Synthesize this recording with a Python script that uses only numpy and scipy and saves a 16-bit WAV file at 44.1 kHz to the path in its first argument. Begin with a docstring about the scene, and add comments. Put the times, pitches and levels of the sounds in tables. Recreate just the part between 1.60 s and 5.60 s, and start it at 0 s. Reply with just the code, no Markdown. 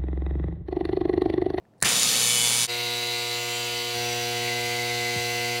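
"""In a quiet room, a push button on a wooden table clicks and starts the mains vibrator of a tin toy
stockyard. The armature strikes the sheet-metal deck twice per mains cycle, and the toy cattle rattle on
it: a loose clatter settles into a bright, harsh buzz. After a quick fade to a second position the buzz
is fuller, over a harmonic hum and a low rumble. Hum and rumble step up, the cattle shift once, and a
dull knock sounds near the end."""
import sys
import numpy as np
from scipy import signal
from scipy.fft import rfft, irfft
from scipy.io import wavfile
from scipy.ndimage import uniform_filter1d

SR = 44100
rng = np.random.default_rng(int(sys.argv[2]) if len(sys.argv) > 2 else 0)


def pcm_store(signal):
    """Save signal as 16-bit PCM."""
    levels = np.round(np.clip(np.atleast_2d(signal), -1, 1) * 32767)
    wavfile.write(sys.argv[1], SR, levels.astype(np.int16).T)


N = 176400
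T = np.arange(N) / SR
HZ = np.fft.rfftfreq(N, 1 / SR)

STRIKE_HZ = 119.9  # twice the mains frequency
START_S, RISE_S, SETTLED_S = 0.2404, 0.011, 0.69  # the vibrator takes a while to strike evenly
FADE_START_S, FADE_BOTTOM_S, FADE_END_S = 1.041, 1.072, 1.098  # from the first position to the second
STEP_S, STEP_LENGTH_S = 2.335, 0.02  # the hum gets heavier


def amp(db):
    """Amplitude ratio of a level: a factor of ten per 20 dB."""
    return 10 ** (np.asarray(db) / 20)


def unit(x):
    """Normalisation to unit RMS."""
    return x / np.sqrt(np.mean(x ** 2) + 1e-20)


def ramp(start, end):
    """Linear envelope from 0 to 1 between two times."""
    return np.clip((T - start) / max(end - start, 1e-4), 0, 1)


def add(mix, start_s, sound):
    """Superposition of a sound on the mix from a given time."""
    part = mix[round(start_s * SR):][:len(sound)]
    part += sound[:len(part)]


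def colour(points, hz=HZ):
    """Spectral envelope: gain interpolated over log frequency from (frequency [Hz], level [dB])."""
    f, db = np.transpose(points)
    return amp(np.interp(np.log(hz + 1), np.log(f + 1), db))


def shaped(x, gain):
    """Linear filtering as a product of spectra, scaled to unit RMS."""
    return unit(irfft(rfft(x) * gain, N))


def wander(rate_hz):
    """Random modulation: low-passed noise of unit RMS."""
    return shaped(rng.standard_normal(N), 1 / (1 + (HZ / rate_hz) ** 2))


# Spectrum of the room noise (frequency [Hz], relative density [dB])
ROOM_SPECTRUM = [(30, -23), (110, -1.5), (400, -9), (700, -10), (1500, -28), (15000, -46)]


def room():
    """Ambient noise: stationary and random, with most of its power at low frequencies."""
    return amp(-60.5) * shaped(rng.standard_normal(N), colour(ROOM_SPECTRUM))


# Button contacts (time [s], relative crack level [dB], relative ring level [dB])
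BUTTON_CONTACTS = [(0.053, -75, -53), (.137, -74, -58), (.2032, -44, -54), (0.2142, -36, -58),
                   (.2236, -21, -16), (0.2262, -5.5, -9), (.2360, -25, -12)]
# Spectrum of the crack (frequency [Hz], relative density [dB])
CRACK_SPECTRUM = [(300, -17), (1100, -12), (1900, 0), (2740, -34), (4140, 0), (6360, -3.5), (9760, 3),
                  (12500, -20), (15500, -12)]
# Modes of the button case (frequency [Hz], relative level [dB], time to fall 60 dB [s])
CASE_MODES = [(1550, -8, 0.011), (1770, 3.5, 0.016), (690, -21, 0.031)]


def button():
    """Impact excitation: the switch snaps, and the damped modes of its plastic case ring briefly."""
    out, t = np.zeros(N), np.arange(4096) / SR
    crack_gain = colour(CRACK_SPECTRUM, np.fft.rfftfreq(len(t), 1 / SR))
    ring = sum(amp(db - 60 * t / t60) * np.sin(2 * np.pi * f * t) for f, db, t60 in CASE_MODES) / 2
    for s, crack_db, ring_db in BUTTON_CONTACTS:
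        burst = rng.choice([-1, 1], len(t)) * (np.exp(-t / 0.00045) + 0.046 * np.exp(-t / 0.0088))
        crack = irfft(rfft(np.roll(burst, len(t) // 2)) * crack_gain)  # onset at mid-buffer
        add(out, s - t[-1] / 2, amp(crack_db) * np.tanh(2.5 * crack / abs(crack).max()))
        add(out, s, amp(ring_db) * ring)
    return out


# Low knocks (time [s], level [dB], initial frequency [Hz], final frequency [Hz], time constant [s])
LOW_KNOCKS = [(0.226, -29, 240, 82, 0.0083), (2.338, -54, 300, 80, .008), (3.554, -30, 376, 80.4, 0.012)]


def knocks():
    """Damped oscillation: dull thumps whose frequency glides down as they die."""
    out, t = np.zeros(N), np.arange(SR // 5) / SR
    for s, db, first_hz, last_hz, decay_s in LOW_KNOCKS:
        hz = last_hz + (first_hz - last_hz) * np.exp(-t / 0.0096)
        envelope = amp(db) * t / decay_s * np.exp(1 - t / decay_s)
        add(out, s, envelope * np.sin(2 * np.pi * np.cumsum(hz) / SR))
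    return out


def strikes(phase_s, jitter_s, swing_s, uneven_db):
    """Periodic forcing: one slightly uneven impulse per pull of the armature, every other one delayed."""
    count = int(N / SR * STRIKE_HZ) - 2
    late, size = rng.standard_normal((count, 2)).T
    k = np.arange(count) + 1
    at = (phase_s % (1 / STRIKE_HZ) + k / STRIKE_HZ + jitter_s * late + swing_s * (k % 2)) * SR
    taps = at.astype(int)[:, None] + np.arange(-8, 9)  # sinc pulses can fall between samples
    out = np.zeros(N)
    np.add.at(out, taps % N, amp(uneven_db * size)[:, None] * np.sinc(taps - at[:, None]))
    return out


def resonances(modes, lift_db):
    """Resonance: Lorentzian peaks add in power to a flat response."""
    peaks = sum(amp(db + lift_db) ** 2 / (1 + (2 * (HZ - f) / width) ** 2) for f, width, db in modes)
    return np.sqrt(1 + peaks)


def ripple(depth_db, bins):
    """Modal overlap: the many small modes of the sheet metal make its gain irregular."""
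    smooth = uniform_filter1d(uniform_filter1d(rng.standard_normal(len(HZ)), bins), bins)
    return amp(depth_db * unit(smooth))


def dispersion(spread_s, bands):
    """Dispersion: each band crosses the sheet metal with its own group delay."""
    delay = spread_s * np.interp(HZ, np.linspace(0, SR / 2, bands), rng.random(bands) ** 2)
    return np.exp(-2j * np.pi * np.cumsum(delay) * SR / N)


def flicker(x, depth_db, frames):
    """Amplitude modulation: partials swell and sink at random as the load shifts on the deck."""
    spectra = signal.stft(x, nperseg=2048)[2]
    field = uniform_filter1d(rng.standard_normal(spectra.shape), 6, axis=0)
    field = uniform_filter1d(field, frames, axis=1)
    return unit(signal.istft(spectra * amp(depth_db * unit(field)), nperseg=2048)[1][:N])


def rattle(phase_s, decay_s, base, uneven_db):
    """Collision noise: a decaying burst of tiny impacts after every strike, over a bed of loose ones."""
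    since_strike = (T - phase_s) % (1 / STRIKE_HZ)
    envelope = base + np.exp(-since_strike / decay_s)
    return rng.standard_normal(N) * envelope * amp(uneven_db * wander(150))


# Deck resonances that swell or sink (start [s], end [s], frequency [Hz], bandwidth [Hz], gain [dB])
DECK_SWELLS = [(0.39, .51, 4700, 1500, 1), (0.285, 0.514, 7030, 250, 5), (0.683, 0.977, 2130, 180, 3),
               (1.096, 1.77, 3880, 520, 6), (1.755, 2.097, 2750, 260, 2.5), (1.76, 2.08, 7250, 600, 6),
               (1.9, 2.303, 3120, 236, 5.5), (1.95, 2.744, 2100, 420, -2.5), (2.062, 2.92, 3400, 111, 6),
               (2.35, 2.694, 5860, 480, 6), (2.92, 4.1, 2030, 69.6, 5), (2.7, 4.1, 6020, 473, 2)]


def swelling(x, edge_s=0.03):
    """Variable loading: resonances swell and sink as the cattle shift their weight on the deck."""
    spectrum, out = rfft(x), x.copy()
    for start, end, hz, width, db in DECK_SWELLS:
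        held = ramp(start - edge_s, start + edge_s) * (1 - ramp(end - edge_s, end + edge_s))
        band = irfft(spectrum / (1 + (2 * (HZ - hz) / width) ** 4), N)
        out += (amp(db * held) - 1) * band
    return out


# Deck modes at the first position (frequency [Hz], bandwidth [Hz], relative level [dB])
HARSH_DECK_MODES = [(3800, 23, -5), (5100, 260, -9), (6120, 140, -10), (7000, 36, -1), (8550, 190, 1),
                    (9460, 240, 3.5), (10250, 110, 2), (11200, 130, 2.5)]
# Spectra of its strike tone, rattle and snap (frequency [Hz], relative density [dB])
HARSH_TONE_SPECTRUM = [(250, -45), (470, -5), (1500, -9), (2100, -1), (2800, -1.5), (4200, -1.5),
                       (5800, -3), (7200, 0), (9500, -6), (15500, -17)]
HARSH_RATTLE_SPECTRUM = [(50, -34), (150, -7.5), (340, -11.5), (475, -6), (650, -10.5), (1500, -11),
                         (2100, -5), (4850, -0.5), (9740, -11.5), (15500, -18)]
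SNAP_SPECTRUM = [(1000, -35), (2200, -10), (5500, -1), (7000, 10.5), (8200, -4), (9800, 1.5), (13000, -14)]
# Extra strikes before the armature settles (time [s], level above an even strike [dB])
EXTRA_STRIKES = [(0.249, 3), (.2915, 2), (.4326, 8)]


def harsh_buzz():
    """Transient and steady state: a jolt and a loose clatter settle into even, bright, snapping strikes."""
    snap_phase_s = 0.8073
    phase_s = snap_phase_s - 0.0014  # tone and rattle are excited just ahead of the snap
    unsettled = 1 - ramp(0.54, SETTLED_S)
    deck = resonances(HARSH_DECK_MODES, lift_db=4.0) * ripple(depth_db=3.0, bins=160)
    drive = strikes(phase_s, jitter_s=1e-5, swing_s=1e-5, uneven_db=-0.5)
    tone = shaped(drive, colour(HARSH_TONE_SPECTRUM) * deck * dispersion(0.006, bands=50))
    tone = flicker(tone, depth_db=3.0, frames=8) * amp(-25.0 - 4.3 * unsettled)
    cattle = rattle(phase_s, decay_s=0.00071, base=1.0, uneven_db=0.5)
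    cattle = shaped(cattle, colour(HARSH_RATTLE_SPECTRUM) * deck) * amp(-27.0 + 3.5 * unsettled)
    blows = strikes(snap_phase_s, jitter_s=2e-5, swing_s=0, uneven_db=0.7) * amp(-3 * unsettled)
    for s, db in EXTRA_STRIKES:
        add(blows, s, amp([db]))
    snap = amp(-30.0) * shaped(blows, colour(SNAP_SPECTRUM) * deck * dispersion(0.00038, bands=24))
    jolt_gain = colour([(50, -27), (150, 0.5), (700, 1.5), (2700, 7.5), (4500, -9), (9000, -35)])
    jolt = shaped(rng.standard_normal(N), jolt_gain) * amp(-23.0) * np.exp(-abs(T - START_S) / 0.066)
    angle = 2 * np.pi * STRIKE_HZ * T
    hum = amp(-40.5) * (1 - unsettled / 2) * (np.sin(angle) + 0.45 * np.sin(2 * angle))
    return (swelling(tone + cattle) + snap + jolt + hum) * ramp(START_S, START_S + RISE_S)


# Hum partials (harmonic number, relative level before the step [dB], relative level after it [dB])
HUM_HARMONICS = [(1, -7.5, -2.5), (2, -16.5, -9.5), (3, -6.5, -3), (4, -2, 1), (5, -16, -13), (6, -4.5, 1),
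                 (7, -16.5, -11), (8, -10, -12), (9, -15, -16), (10, -15.5, -21.5), (11, -20, -17.5),
                 (12, -10.5, -13), (13, -17.5, -9), (14, -17, -13.5), (15, -16, -18.5), (16, -25, -11)]


def base_hum(level_db=-35, waver_db=-63.5, waver_hz=7):
    """Forced vibration: the base flexes at harmonics of the strike rate; the weak ones waver most."""
    heavy, out = ramp(STEP_S, STEP_S + STEP_LENGTH_S), np.zeros(N)
    for k, light_db, heavy_db in HUM_HARMONICS:
        steady = amp((1 - heavy) * light_db + heavy * heavy_db + level_db)
        waver = amp(waver_db) * (wander(waver_hz) + 1j * wander(waver_hz))
        out += ((steady + waver) * np.exp(2j * np.pi * (k * STRIKE_HZ * T + rng.random()))).real
    return out


# Deck modes at the second position (frequency [Hz], bandwidth [Hz], relative level [dB])
FULL_DECK_MODES = [(2040, 21, 0), (2640, 22, 0), (2760, 12, 2.5), (3000, 14, 2.5), (3480, 13, 8.5),
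                   (3840, 9.9, 8), (3960, 22, -0.5), (4200, 26, -1), (4800, 31, -0.5), (6195, 64, 5.5)]
# Spectra of its strike tone and rattle (frequency [Hz], relative density [dB])
FULL_TONE_SPECTRUM = [(2040, 1.5), (2200, 2.5), (2450, -2), (2850, -1.5), (3350, -5.5), (3700, -16),
                      (3900, -2.5), (4250, -2), (4800, -1.5), (5350, -17), (5800, -2), (6200, -14),
                      (7400, -12.5), (9400, -18.5), (15500, -18.5)]
FULL_RATTLE_SPECTRUM = [(40, -35), (150, -31), (500, -10), (1750, -14), (2100, 4.5), (2330, -1), (2680, 1),
                        (3500, -5), (4600, 3), (5350, -7), (6000, -4.5), (8500, -7.5), (9600, -10.5),
                        (15500, -16)]


def deck_buzz(phase_s=1.5041, shift_s=2.88, shift_width_s=0.018):
    """Source and filter: even strikes ring the deck's modes while the cattle chatter and shift once."""
    drive = strikes(phase_s, jitter_s=6e-6, swing_s=1e-5, uneven_db=0.0)
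    above_hum = np.clip(HZ / STRIKE_HZ - len(HUM_HARMONICS), 0, 1) ** 2
    deck = resonances(FULL_DECK_MODES, lift_db=4.0) * dispersion(0.009, bands=70)
    tone = shaped(drive, colour(FULL_TONE_SPECTRUM) * deck * above_hum)
    tone = amp(-32.5) * flicker(tone, depth_db=1.8, frames=9)
    cattle = rattle(phase_s, decay_s=0.00033, base=0.69, uneven_db=0.0)
    cattle = shaped(cattle, colour(FULL_RATTLE_SPECTRUM) * ripple(depth_db=1.5, bins=110))
    chatter = amp(-34.5) * flicker(cattle, depth_db=2.5, frames=5)
    shift = shaped(cattle, 1 / (1 + ((HZ - 2200) / 400) ** 4))
    shift *= amp(-37) * np.exp(-((T - shift_s) / shift_width_s) ** 2)
    return swelling(tone + chatter) + shift


# Spectrum of the shaking table (frequency [Hz], relative density [dB])
RUMBLE_SPECTRUM = [(20, -60), (45, -24), (70, 2), (110, -3), (180, -14), (400, -23.5)]


def table_rumble():
    """Structure-borne sound: low, lumpy shaking of the table, stronger with the heavy hum."""
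    heavy = ramp(STEP_S, STEP_S + STEP_LENGTH_S)
    shaking = shaped(rng.standard_normal(N), colour(RUMBLE_SPECTRUM))
    return shaking * amp(-61.5 + 7.7 * heavy + 1.4 * wander(8.8))


def scene():
    """Superposition of the room, the button, the knocks and the buzz from two positions in turn."""
    mix = room() + button() + knocks()
    mix += harsh_buzz() * (1 - ramp(FADE_START_S, FADE_BOTTOM_S))
    mix += (base_hum() + deck_buzz() + table_rumble()) * ramp(FADE_BOTTOM_S, FADE_END_S)
    return mix[None]


def record(dry, cutoff_hz=15900):
    """Band limiting: a linear-phase low-pass filter removes the highest treble."""
    lowpass = signal.firwin(511, cutoff_hz, window=("kaiser", 9), fs=SR)
    return signal.oaconvolve(dry, lowpass[None], "same")


dry = scene()
out = record(dry)
pcm_store(out)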